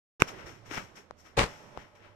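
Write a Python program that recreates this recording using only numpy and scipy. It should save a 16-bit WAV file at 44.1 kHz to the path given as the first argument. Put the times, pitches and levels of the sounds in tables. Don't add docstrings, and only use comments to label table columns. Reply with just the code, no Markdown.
import sys
import numpy as np
from scipy import signal
from scipy.fft import rfft, irfft
from scipy.io import wavfile

SR = 44100
rng = np.random.default_rng(int(sys.argv[2]) if len(sys.argv) > 2 else 0)


def inscribe(sig):
    pcm = np.round(np.clip(np.atleast_2d(sig).T, -1, 1) * 32767)
    wavfile.write(sys.argv[1], SR, pcm.astype(np.int16))


N = 94815

# frequency_hz, relative_db
RUMBLE_SPECTRUM = [(25, -3.5), (50, -5), (100, -1.5), (135, 0.5), (200, -3), (350, -3.5), (480, -3),
                   (700, -6), (1100, -10), (2200, -18), (4500, -27.5), (9000, -39), (16000, -60.5)]
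GRIND_SPECTRUM = [(30, -10), (150, -6), (400, -5.5), (750, -4), (1300, -2.5), (2300, -6), (3200, -7.5),
                  (4500, -18.5), (9000, -38), (16000, -63)]
HISS_SPECTRUM = [(30, -29), (1500, -18.5), (3500, -5.5), (6500, 3), (8500, -4.5), (10500, -12.5),
                 (13500, -16), (16000, -30)]
CRUNCH_SPECTRUM = [(25, -7), (60, -9), (190, -2), (290, -12), (450, -1.5), (660, -7), (1100, -2.5),
                   (1500, -8), (2100, -7.5), (3100, -12.5), (4300, -16), (8000, -22.5), (12800, -39.5),
                   (15000, -49)]
# time_s, level_db
RUMBLE_LEVELS = [(.2, -39.5), (.28, -45.5), (.46, -47), (.6, -56.5), (.69, -51.5), (.78, -41), (.88, -54),
                 (.98, -55), (1.06, -58.5), (1.33, -58.5), (1.46, -44), (1.58, -53.5), (1.72, -53),
                 (1.8, -49), (1.91, -62.5), (2.06, -55), (2.15, -62)]
# time_s, pitch_hz, level_db
DRONE_TRACK = [(.2, 106.8, -61), (.55, 106.5, -58), (.78, 107.7, -51.5), (.92, 88.8, -72), (1.151, 81, -66),
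               (1.352, 80.9, -64), (1.8, 99.1, -68), (1.95, 97, -66), (2.1, 99.5, -60.5)]
# centre_hz, width_hz, relative_db
WRECK_RESONANCES = [(466, 17, -7), (595, 21, 3.5), (855, 35, 0), (970, 59, -8.5)]
PANEL_RESONANCES = [(1299, 41, 3), (1513, 50, -0.5), (1810, 32, 4.5), (1950, 92, -1), (2173, 70, -4),
                    (2755, 64, -11.5)]
# centre_hz, width_hz, added_gain
PORT_RESONANCES = [(1656, 1340, 1.3), (5460, 340, 3.88), (12100, 390, 4.6)]
# peak_s, attack_s, release_s, grind_db, hiss_db, hollow_db, balance_db
GROUND_CONTACTS = [ (0.2021, .0015, .03, -37.5, -48.5, -52.5, 1), (.288, 0.015, 0.027, -45, -51.5, -52, 1),
                   (.345, 0.02, 0.019, -56.5, -70, -43.5, 5), (0.409, 0.068, 0.057, -52, -65.5, -55, 11),
                   (0.477, 0.019, 0.065, -51.5, -59, -48, 2.5), (0.663, 0.0098, 0.14, -58.5, -64, -63, -1),
                   (0.715, 0.0083, 0.017, -44, -55.5, -35.5, 28.5),
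                   (0.752, 0.037, 0.051, -41, -49.5, -64, 2), (0.776, .008, .016, -36, -54, -61, 3.5),
                   (0.96, 0.0051, .014, -60.5, -61, -61, 1), (0.979, 0.021, 0.033, -54.5, -60, -54, -0.5),
                   (1.205, 0.025, 0.036, -68.5, -65.5, -80.5, 1.5),
                   (1.267, 0.021, 0.043, -57, -66, -59, 3.5), (1.49, 0.066, 0.15, -53.5, -61.5, -62, 0),
                   (1.805, 0.046, 0.061, -56, -70.5, -67, 4), (1.956, .006, 0.035, -62.5, -71.5, -70, 2),
                   (2.058, 0.055, 0.055, -58.5, -78, -62, 4)]
# start_s, pitch_hz, rise_s, level_db
FRAME_THUMPS = [(0.2211, 140, .0018, -22), (0.453, 45, 0.006, -48), (0.775, 49.4, .005, -49),
                (1.383, 55, 0.006, -27), (1.7748, 55.8, 0.0046, -45.5)]
# start_s, snap_hz, snap_rise_s, snap_db, snap_balance_db, rebound_share,
# thud_hz, thud_rise_s, thud_db, thud_balance_db, tick_db
MOUNT_KNOCKS = [ (0.2207, 1857, 0.00013, 8, -33, 0.7, 358, 0.00056, -6.5, 7, -17),
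                (.7127, 1380, 0.00014, -18.5, 24, 0, 305, 0.0019, -30, 4.5, -44),
                (0.7783, 1510, .00015, -18, 19, 0.53, 149, 0.00096, -31.5, 4, -42),
                (1.1092, 920, 0.0003, -24, 22, 0, 504, 0.00097, -40, -13, -40),
                (1.3735, 1800, .00008, -20, 4, 0.15, 458, 0.0018, -24, -1.5, -31),
                (1.3932, 2200, 0.00013, -2.5, -27, 0.14, 300, 0.00035, -20.5, 13, -21),
                (1.4104, 1600, 0.00007, -9, -26, 0, 400, 0.00078, -16.5, -11, -34),
                (1.7745, 850, 0.00035, -20, 19, 0, 427, 0.00085, -33.5, -29, -38)]
# pitch_hz, relative_db, t60_s
CHASSIS_MODES = [(48.7, -4.5, 1), (115.6, -5.5, 0.46), (168, -9, 0.26), (215, -3.5, 0.083), (469, 1, .25),
                 (563, 3, 0.14), (750, -3, 0.21), (854, -7, 0.71), (1072, -13, 0.41), (1114, -16, 0.49),
                 (1245, -10, 0.22), (1942, -9.5, .25), (3926, -25, 0.27), (4310, -11, 0.24)]

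START_S, FADE_S = 0.1956, .002
LANDING_S, LANDING_ATTACK_S = 1.374, 0.0036


def undb(db):
    return 10 ** (np.asarray(db) / 20)


def unit(x):
    return x / np.sqrt(np.mean(x ** 2))


def pan(db):
    return undb(np.minimum([[db], [-db]], 0))


def colour(x, points):
    hz, db = np.array(points, float).T
    size = 4096
    bins_hz = np.maximum(np.arange(size // 2 + 1) * SR / size, 1)
    cepstrum = irfft(np.log(undb(np.interp(np.log(bins_hz), np.log(hz), db))))
    cepstrum[1:size // 2] *= 2
    cepstrum[size // 2 + 1:] = 0
    response = irfft(np.exp(rfft(cepstrum)))
    return signal.fftconvolve(x, response[None], axes=1)[:, :N]


def bandpass(x, hz, width_hz):
    return signal.lfilter(*signal.iirpeak(hz, hz / width_hz, fs=SR), x)


def resonate(x, rows):
    return unit(sum(undb(db) * bandpass(x, hz, width) for hz, width, db in rows))


def grit(per_s, spread_db):
    hits = (rng.random((3, N)) < per_s / SR) * rng.standard_normal((3, N))
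    return unit(hits * undb(spread_db * np.minimum(rng.exponential(size=(3, N)), 4)))


def stereo(x, shared_hz):
    low, high = (signal.butter(2, shared_hz, kind, fs=SR, output="sos") for kind in ("low", "high"))
    return signal.sosfilt(low, x[2]) + signal.sosfilt(high, x[:2])


def swell(t, attack_s, release_s, hold_s=0):
    return np.exp(-(np.minimum(t, 0) / attack_s) ** 2 - np.maximum(t - hold_s, 0) / release_s)


def jolt(t, hz, rise_s):
    t = np.maximum(t, 0)
    return t / rise_s * np.exp(1 - t / rise_s) * np.sin(2 * np.pi * hz * t)


def drone(t):
    at, hz, db = np.array(DRONE_TRACK).T
    waver = unit(colour(rng.standard_normal((1, N)), [(1, -4.5), (12, 2), (40, -31), (200, -91)]))[0]
    phase = 2 * np.pi * np.cumsum(np.interp(t, at, hz) * (1 + .025 * waver)) / SR
    return np.sqrt(2) * np.sin(phase) * undb(np.interp(t, at, db) + 1.5 * waver) * pan(db=-12)


def rumble(t):
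    noise = unit(colour(stereo(rng.standard_normal((3, N)), shared_hz=590), RUMBLE_SPECTRUM))
    at, db = np.array(RUMBLE_LEVELS).T
    return noise * undb(np.interp(t, at, db)) * pan(db=-12)


def shake(t):
    ring = resonate(stereo(rng.standard_normal((3, N)), shared_hz=800), WRECK_RESONANCES)
    return undb(-56.5) * ring * swell(t - LANDING_S, LANDING_ATTACK_S, release_s=.8) * pan(db=-1)


def scrapes(t):
    grains = stereo(grit(per_s=9000, spread_db=1.5), shared_hz=497)
    panels = undb(-11.5) * resonate(grains, PANEL_RESONANCES)
    grind = unit(unit(colour(grains, GRIND_SPECTRUM)) + panels)
    hiss = unit(colour(grit(per_s=17000, spread_db=2.0)[:2], HISS_SPECTRUM))
    shell = [(355, 110, 0)]  # centre_hz, width_hz, relative_db
    noise = stereo(rng.standard_normal((3, N)), shared_hz=700)
    hollow = resonate(resonate(noise, shell), shell) * pan(db=-8.5)
    power = 0
    for at, attack, release, grind_db, hiss_db, hollow_db, balance in GROUND_CONTACTS:
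        contact = swell(t - at, attack, release) * pan(balance)
        power = power + np.multiply.outer(undb([grind_db, hiss_db, hollow_db]) ** 2, contact ** 2)
    return np.sum(np.sqrt(power) * np.array([grind, hiss, hollow]), axis=0)


def left_port(x):
    peaks = sum(gain * bandpass(x[0], hz, width) for hz, width, gain in PORT_RESONANCES)
    return np.array([x[0] + peaks, x[1]])


def thumps(t):
    return sum(undb(db) * jolt(t - at, hz, rise) for at, hz, rise, db in FRAME_THUMPS)


def knocks(t, rebound_s=.00082, thud_lag_s=.00052):
    tick_spectrum = [(500, -16), (3500, 3), (6000, -4.5), (10000, -17.5), (16000, -30)]
    fizz = unit(colour(rng.standard_normal((2, N)), tick_spectrum))
    out = 0
    for (at, hz, rise, snap_db, balance, rebound,
         thud_hz, thud_rise, thud_db, thud_balance, tick_db) in MOUNT_KNOCKS:
        age = t - at
        snap = undb(snap_db) * (jolt(age, hz, rise) + rebound * jolt(age - rebound_s, hz, rise))
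        tick = undb(tick_db) * fizz * swell(age - rise, attack_s=.0001, release_s=.0007)
        thud = undb(thud_db) * jolt(age - thud_lag_s, thud_hz, thud_rise)
        out = out + pan(balance) * (tick - snap) + pan(thud_balance) * thud
    return out


def chassis_ring(t, rattle_depth=0.25, lag_s=.006):
    age = t - LANDING_S
    count = len(CHASSIS_MODES)
    rattles = unit(colour(rng.standard_normal((count, N)), [(1, 2), (60, 2), (300, -41)]))
    ring = 0
    for (hz, db, t60), rattle, (start, lead) in zip(CHASSIS_MODES, rattles, rng.random((count, 2))):
        right_lead = np.array([[0], [lead - .5]]) * min(hz / 1200, 1)
        phase = 2 * np.pi * (hz * age + start + right_lead)
        decay = undb(-60 * np.maximum(age, 0) / t60)
        ring = ring + undb(db) * (1 + rattle_depth * rattle) * np.sin(phase) * decay
    envelope = swell(age - lag_s, attack_s=.0057, release_s=.017, hold_s=.061)
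    return undb(-22.5) * ring * envelope * pan(db=6)


def crunch(t, peak_s=0.02, sag_db_per_s=125):
    age = t - LANDING_S
    force = swell(age, LANDING_ATTACK_S, release_s=.027, hold_s=.066)
    sag = undb(-sag_db_per_s * np.abs(age - peak_s))
    cracks = stereo(grit(per_s=3000, spread_db=0.5), shared_hz=550)
    return undb(-22) * force * sag * unit(colour(cracks, CRUNCH_SPECTRUM)) * pan(db=2.5)


def scene():
    t = np.arange(N) / SR
    sliding = left_port(scrapes(t) + rumble(t) + drone(t))
    landing = crunch(t) + chassis_ring(t) + shake(t)
    onset = np.clip((t - START_S) / FADE_S, 0, 1)
    return (sliding + landing + knocks(t) + thumps(t)) * onset


def record(dry):
    lowpass = signal.ellip(8, .2, 70, 14800, fs=SR, output="sos")
    return signal.sosfilt(lowpass, np.clip(dry, -1, 1))


dry = scene()
out = record(dry)
inscribe(out)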